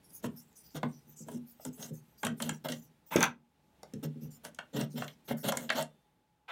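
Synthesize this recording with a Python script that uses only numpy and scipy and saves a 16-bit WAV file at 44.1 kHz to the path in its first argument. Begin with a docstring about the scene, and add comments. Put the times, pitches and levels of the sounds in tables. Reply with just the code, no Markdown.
"""Small quiet room, one microphone close to a thin sheet-metal case: a hand screwdriver turns a screw.
The thread scrapes in grainy strokes, knocks ring and boom the case as modes, skin rubs as streaky noise.
At about 3.1 s the tool lands on the bench: a thud, ticking bounces and short skids.
From about 4 s bare fingers turn the screw on; at 5.84 s it is out and a thin sine tone lingers.
Near the end the screw skids on the bench; shaped room noise and a faint narrow hum lie behind it all."""
import sys
import numpy as np
from scipy import signal
from scipy.fft import rfft, irfft, next_fast_len
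from scipy.io import wavfile
from scipy.ndimage import uniform_filter1d, map_coordinates

SR = 44100
rng = np.random.default_rng(int(sys.argv[2]) if len(sys.argv) > 2 else 0)


def field_ratio(decibels):
    """Amplitude ratio for a level in dB (20 dB per decade); scalars and array-likes work."""
    return 10 ** (np.asarray(decibels, dtype=float) / 20)


def waveform_to_disk(signal):
    """Save audio, clipped to [-1, 1], as 16-bit WAV at the path in sys.argv[1]."""
    frames = np.transpose(np.atleast_2d(signal))
    scaled = np.clip(frames, -1, 1) * 32767
    samples = np.round(scaled).astype(np.int16)
    wavfile.write(sys.argv[1], SR, samples)


N = 287311  # samples, about 6.5 s


def unit(x):
    """Scaled to rms 1."""
    return x / np.sqrt(np.mean(x ** 2) + 1e-20)


def along(points, hz):
    """Values read between (Hz, value) points on a log frequency axis."""
    f, v = np.transpose(points)
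    return np.interp(np.log(hz + 1), np.log(f + 1), v)


def filtered(x, response):
    """x times a complex response of frequency."""
    m = next_fast_len(len(x) + SR // 2)
    return irfft(rfft(x, m) * response(np.fft.rfftfreq(m, 1 / SR)), m)[:len(x)]


def ringing(x, modes):
    """x driving damped resonances (Hz, width Hz, dB), summed with alternating sign."""
    def response(f):
        total = 0
        for k, (hz, width, db) in enumerate(modes):
            damping = 1j * f * width
            total = total + (-1) ** k * field_ratio(db) * damping / (hz * hz - f * f + damping)
        return total
    return filtered(x, response)


def driven(gain, force, modes):
    """Modes pushed by a force that follows a gain curve; they ring on after it stops."""
    return ringing(gain * force, modes) / np.std(ringing(force, modes))


def soft(force, contact_s):
    """A yielding contact spreads each push over its duration and loses the treble."""
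    pad = np.hanning(round(contact_s * SR) + 3)
    return signal.fftconvolve(force, pad / pad.sum())[:len(force)]


def wobble(rate):
    """A smooth random curve, rate knots a second."""
    knots = rng.standard_normal(int(N * rate / SR) + 4)
    return map_coordinates(knots, [np.arange(N) * rate / SR])


def grit(rate, spread_db):
    """Tiny slips at random moments, rate a second, a few much larger than the rest; rms 1."""
    chance, size, sign = rng.random((3, N))
    strength = field_ratio(-spread_db * np.log(size + 1e-4))
    return unit((chance < rate / SR) * strength * np.sign(sign - 0.5))


def streaky(spectrum, depth_db, wide_hz, long_s, glide_hz=0, grains=0):
    """Noise of rms 1 in which narrow bands swell, fade and slide in pitch at random."""
    source = np.pad(rng.standard_normal(N) + grains, (0, 512))
    z = signal.stft(source, nperseg=512, noverlap=384)[2]
    field = uniform_filter1d(rng.standard_normal(z.shape), max(1, round(wide_hz * 512 / SR)), 0)
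    field = uniform_filter1d(field, max(1, round(long_s * SR / 128)), 1)
    row, frame = np.indices(z.shape)
    slide = np.interp(frame[0] * 128, np.arange(N), wobble(11)) * glide_hz * 512 / SR
    field = map_coordinates(field, [row + slide * row / len(z), frame], order=1, mode="reflect")
    # whole regions of the band come and go too
    broad = uniform_filter1d(rng.standard_normal(z.shape), 25)
    broad = uniform_filter1d(broad, 30, 0)
    field = unit(field) + 0.8 * unit(broad)
    x = signal.istft(z * field_ratio(depth_db * unit(field)), nperseg=512, noverlap=384)[1][:N]
    return unit(filtered(x, lambda hz: field_ratio(along(spectrum, hz))))


def blow(db, modes, chatter_s, contact_s=0):
    """One contact: a chatter of force, 60 dB down in chatter_s, through uneven modes, scaled to its peak."""
    t = np.arange(SR // 4) / SR
    chatter = rng.standard_normal(len(t)) * field_ratio(-60 * t / chatter_s)
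    force = soft(chatter * (1 - np.exp(-t / 0.0027)), contact_s)
    uneven = [(hz, width, level + rng.normal(0, 1.0)) for hz, width, level in modes]
    y = ringing(force, uneven)
    return field_ratio(db) * y / np.abs(y).max()


def add(track, s, sound):
    """Mix a sound in at time s."""
    at = round(s * SR)
    track[at:at + len(sound)] += sound[:N - at]


def swell(rows, column, rise):
    """Gain curve of short strokes: each rises over a share of its length, then falls."""
    out = np.zeros(N)
    for row in rows:
        u = np.linspace(0, 1, round(row[1] * SR) + 2)
        shape = np.sin(np.pi / 2 * np.minimum(u / rise, (1 - u) / (1 - rise))) ** 0.88
        add(out, row[0], field_ratio(row[column]) * shape)
    return out


def turning():
    """The screw scrapes round in strokes; skin slides and the case booms low, during and between them."""
    return thread_strokes() + low_booms() + skin()


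# The screw slipping round in its thread, close to the microphone.
# Each row: start in seconds, length in seconds, level of the panels in dB, level of the scrape in dB.
STROKES = [(0.224, 0.052, -46, -50.5), (0.742, 0.051, -37.5, -46), (1.259, 0.13, -42.5, -61.5),
           (1.645, 0.05, -50, -57), (1.771, 0.14, -47, -56.5), (2.227, 0.061, -32, -50.5),
           (2.396, 0.12, -39, -46), (2.639, 0.038, -39, -45.5), (2.681, 0.069, -40.5, -46.5),
           (4.025, 0.0474, -36.5, -50.5), (4.433, 0.067, -53.5, -53), (4.728, 0.13, -33, -43.5),
           (4.953, 0.12, -43, -47), (5.276, 0.062, -41, -42.5), (5.428, 0.094, -35.5, -37),
           (5.521, 0.18, -43.5, -52.5), (5.713, 0.03, -51.5, -41.5), (5.739, 0.1, -40.5, -34)]
# Upper modes of the sheet-metal case, which the knocks ring too.
# Each row: centre in Hz, width in Hz, relative level in dB.
SHEET = [(608.6, 86, 5), (962, 91, -2.5), (1093, 130, -8), (1500, 300, -6), (1950, 93, -7.5),
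         (2130, 81, -9), (2790, 120, -7), (3083, 130, -3.5), (3314, 440, -7), (4350, 700, -12.5)]


def thread_strokes():
    """Friction in the thread rings the sheet; the hiss grows more slowly than the scrape."""
    hiss_db, hiss_share = -29.5, 0.43  # hiss level = hiss_db + share of the scrape's dB
    strokes = [(*row, hiss_db + hiss_share * row[-1]) for row in STROKES]
    return friction(strokes, SHEET, rough_db=3.5)


# Colour of rubbing, for sliding skin and for the hiss at a scraping contact.
# Each row: frequency in Hz, relative density in dB per Hz.
RUB = [(2500, -21), (4200, -16), (5300, -2), (7000, -4.5), (9500, -6), (11500, -7.5), (14000, 1.5),
       (16000, -9)]


def friction(strokes, body, rough_db):
    """Slips in grains: they ring the body and hiss at the contact, while pushes shake the low panels."""
    slips = field_ratio(rough_db * wobble(90)) * grit(rate=3200, spread_db=0.5)  # the grip is never even
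    drag = streaky([(1000, 0)], depth_db=1.3, wide_hz=600, long_s=0.04, grains=2 * slips)
    scrape = driven(swell(strokes, column=3, rise=0.36), drag, body)
    patchy = streaky(RUB, depth_db=4.5, wide_hz=910.5, long_s=0.04, grains=1.9 * slips)
    # falls 6 dB an octave either side of 7 kHz
    hiss = unit(filtered(patchy, lambda hz: field_ratio(-6 * np.abs(np.log2((hz + 1) / 7000)))))
    return shaking(strokes) + scrape + swell(strokes, column=4, rise=0.4) * hiss


# Broad low panels of the case, sounded by friction, by the low booms and by knocks.
# Each row: centre in Hz, width in Hz, relative level in dB.
BOOM = [(125.4, 46, -16.5), (150.6, 9.2, -0.5), (236.3, 16.5, 1.5), (376.2, 16, -13), (411.2, 53, -9.5),
        (542, 78, -3.5)]


def shaking(strokes):
    """Soft uneven pushes keep the low panels booming."""
    pushes = soft(grit(rate=600, spread_db=1.42), contact_s=0.0027)
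    return driven(swell(strokes, column=2, rise=0.21), pushes, BOOM)


# Low booms of the case, alone or under knocks and scrapes.
# Each row: start in seconds, relative strength of the force in dB.
LOW_BOOMS = [(0.242, -31.5), (0.831, -31), (1.068, -58), (1.204, -44), (1.342, -38.5), (1.658, -39),
             (1.697, -54.5), (1.907, -38.5), (2.3, -38), (2.496, -37.5), (3.935, -35.5), (4.045, -34.5),
             (4.157, -44.5), (4.217, -43), (4.263, -52), (4.806, -33.5), (4.94, -39), (5.304, -31.5)]


def low_booms():
    """Each boom starts with one soft shove of force, then trembles; only the low panels answer."""
    tremble_s = 0.039
    shove_db, tremble_db = 56, 30  # force added to each boom's relative strength
    trembles = [(s, tremble_s, db) for s, db in LOW_BOOMS]
    trembling = swell(trembles, column=2, rise=0.29) * grit(rate=600, spread_db=2.6)
    force = field_ratio(tremble_db) * trembling
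    for s, db in LOW_BOOMS:
        force[round(s * SR)] += field_ratio(db + shove_db)
    return ringing(soft(force, contact_s=0.0032), BOOM)


# Skin sliding on the handle or the screw head, close to the microphone.
# Each row: start in seconds, level in dB.
RUBS = [(0.027, -65), (0.089, -58), (0.129, -54.5), (0.359, -57.5), (0.552, -60.5), (0.63, -59.5),
        (0.7, -63.5), (0.881, -65.5), (1.072, -63.5), (1.159, -56), (1.461, -62), (1.602, -56.5),
        (1.724, -61), (1.796, -56), (1.928, -58), (2.174, -57), (2.368, -56.5), (2.51, -59.5),
        (2.731, -51.5), (2.81, -62.5), (3.059, -59.5), (4.207, -60), (4.303, -55), (4.898, -57),
        (5.067, -60.5), (5.243, -65), (5.366, -50)]


def skin():
    """Sliding skin is a grainy, streaky hiss; a thin decaying tone lingers once the screw is out."""
    slide_s = 0.083
    palm = (0.0, 3.05, -73)  # on the handle all the while: start s, length s, dB
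    slides = [palm] + [(s, slide_s, db) for s, db in RUBS]
    grains = 0.69 * grit(rate=930, spread_db=2.5)
    hiss = streaky(RUB, depth_db=7.5, wide_hz=330, long_s=0.072, glide_hz=350, grains=grains)
    out = swell(slides, column=2, rise=0.25) * hiss
    freed_s, tone_hz, tone_db, t60_s = 5.84, 3549, -78.5, 1
    t = np.arange(SR) / SR
    add(out, freed_s, field_ratio(tone_db - 60 * t / t60_s) * np.sin(2 * np.pi * tone_hz * t))
    return out


# The tip or the screw knocking the case, close to the microphone.
# Each row: start in seconds, peak of the sheet in dB, hardness as tick over that peak in dB,
# pitch in Hz that the struck spot rings best.
KNOCKS = [(0.241, -30.5, -12, 900), (0.83, -22, -24, 940), (1.284, -34, -9, 920), (1.596, -44.5, -21, 520),
          (1.65, -36.5, 6.5, 760), (1.826, -39, 3, 3280), (2.231, -24, -8, 970), (2.249, -29.5, 6, 3050),
          (2.267, -22.5, -4.5, 1470), (2.401, -27.5, -10.5, 1570), (2.422, -27, 3, 3530),
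          (2.492, -23, 1.5, 1350), (2.654, -27.5, -41, 720), (2.685, -30.5, -2.5, 4380),
          (2.72, -31.5, 0, 3460), (3.831, -40.5, 1, 506), (3.936, -48.5, 6, 2650), (4.449, -35, 3, 1500),
          (4.546, -58.5, 13.5, 3000), (4.587, -27, -15.5, 1420), (4.811, -36, 4.5, 2830),
          (5.02, -26.5, -29, 1120), (5.079, -37, -3.5, 3370), (5.308, -24, -25, 930),
          (5.521, -21.5, -5.5, 1080), (5.571, -28.5, 9, 2210), (5.691, -24, -29, 2620),
          (5.7009, -16.5, -16.5, 1930), (5.81, -47.5, 14, 4100), (5.825, -44, 15, 4100)]


def knocks():
    """Each knock rings the sheet in the colour of its spot, booms the panels and ticks at the contact."""
    spot_db_per_octave = 9  # modes fade away from the spot's best pitch
    boom_db = -22  # panels over the knock's peak
    out = np.zeros(N)
    for s, db, tick_db, spot_hz in KNOCKS:
        spot = [(hz, width, level - spot_db_per_octave * abs(np.log2(hz / spot_hz)))
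                for hz, width, level in SHEET]
        add(out, s, blow(db, spot, chatter_s=0.016, contact_s=0.073 / spot_hz))
        add(out, s, blow(db + boom_db, BOOM, chatter_s=0.0068, contact_s=0.0024))
        tick = [(6600 * field_ratio(rng.normal(0, 1.0)), 1800, 0), (11500, 5000, -10)]
        add(out, s, blow(db + tick_db, tick, chatter_s=0.0097))
    return out


# The tool landing and bouncing on the bench. Each row: start in seconds, peak in dB.
DROP = [(3.1612, -21), (3.2062, -23), (3.228, -16), (3.2397, -23), (3.256, -35.5)]
# The tool, and last the screw, skidding on the bench.
# Each row: start in seconds, length in seconds, rumble in dB, clatter in dB, hiss in dB.
SKIDS = [(3.105, 0.074, -44.5, -40, -48), (3.162, 0.076, -37, -39, -47), (3.205, 0.074, -44, -33.5, -61.5),
         (6.478, 0.056, -74.5, -41.5, -79.5)]
# Modes of bench and tool. Each row: centre in Hz, width in Hz, relative level in dB.
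BENCH = [(530, 130, -9.5), (900, 120, 1.5), (1300, 120, 0), (1587, 130, -2.5), (2066, 120, -3),
         (2260, 220, -4.5), (2590, 170, -2), (3540, 320, -9.5)]
# Modes of the steel shaft. Each row: centre in Hz, width in Hz, relative level in dB.
SHAFT = [(6150, 500, 1.5), (7540, 8400, -10), (8700, 830, -7.5)]


def dropped_tool():
    """The handle thuds on the bench, the shaft ticks at each bounce, and friction makes the skids."""
    thud_s, thud_db = 3.1572, -10
    shaft_db = 3.5  # shaft tick over each bounce
    out = friction(SKIDS, BENCH, rough_db=0.5)
    handle = [(520, 420, 0), (90, 120, -17)]
    add(out, thud_s, blow(thud_db, handle, chatter_s=0.0015, contact_s=0.0022))
    for s, db in DROP:
        add(out, s, blow(db, BENCH, chatter_s=0.027))
        add(out, s, blow(db + shaft_db, SHAFT, chatter_s=0.004))
    return out


# How long the small room answers. Each row: frequency in Hz, time to fall 60 dB in seconds.
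ROOM = [(150, 0.37), (600, 0.18), (2500, 0.16), (10000, 0.12)]


def room(x):
    """Each frequency of the room's answer dies at its own speed; every quarter second gets its own tail."""
    out, step = np.zeros(N), SR // 4
    for at in range(0, N, step):
        hz, t, z = signal.stft(rng.standard_normal(SR // 2), SR, nperseg=256)
        decay = field_ratio(-60 * t / along(ROOM, hz)[:, None])
        tail = signal.istft(z * decay, SR, nperseg=256)[1]
        late = np.pad(x[at:at + step], (130, 0))  # the answer starts 3 ms later
        add(out, at / SR, signal.fftconvolve(late, tail / np.linalg.norm(tail)))
    return filtered(out, lambda hz: 1 / (1 + 1j * hz / 5000))  # soft furnishings dull the answer


# Colour of the room air. Each row: frequency in Hz, relative density in dB per Hz.
AIR = [(25, -22.5), (62, -7.5), (105, -15), (150, -9), (400, -20.5), (1100, -29), (3600, -34),
       (4800, -38.5), (16000, -43.5)]
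# The background sinks after loud moments and comes back. Each row: time in seconds, level of the background in
# dB.
AIR_DRIFT = [(0, -65.5), (2.899, -67.5), (3.399, -75.5), (3.9, -64.5), (5.901, -68), (6.25, -75)]
# A faint steady narrow hum. Its one row: centre in Hz, width in Hz, level in dB.
HUM = [(847, 25, -81)]


def air():
    """Quiet shaped noise whose level drifts, with a faint hum of narrow-band noise."""
    (hz, width, db), = HUM
    hum = field_ratio(db) * unit(ringing(rng.standard_normal(N), [(hz, width, 0)]))
    drift = field_ratio(np.interp(np.arange(N) / SR, *np.transpose(AIR_DRIFT)))
    return drift * streaky(AIR, depth_db=1, wide_hz=300, long_s=0.06) + hum


def scene():
    """All sources close to one microphone, with the room's answer and the air behind."""
    hits = knocks() + dropped_tool()
    work = turning()
    answer = room(field_ratio(-4.0) * hits + field_ratio(-7.0) * work)
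    return (hits + work + answer + air())[None]


def band_limit(x):
    """A steep low-pass at the top of the band."""
    return signal.sosfilt(signal.butter(12, 16670, fs=SR, output="sos"), x)


def record(dry):
    """The microphone rolls off the deep bass below 62 Hz; nothing passes above 16.1 kHz."""
    def microphone(hz):
        return (1j * hz / (62 + 1j * hz)) ** 2 * (hz < 16100)
    mix = filtered(dry[0], microphone)[None]
    return band_limit(mix)


dry = scene()
out = record(dry)
waveform_to_disk(out)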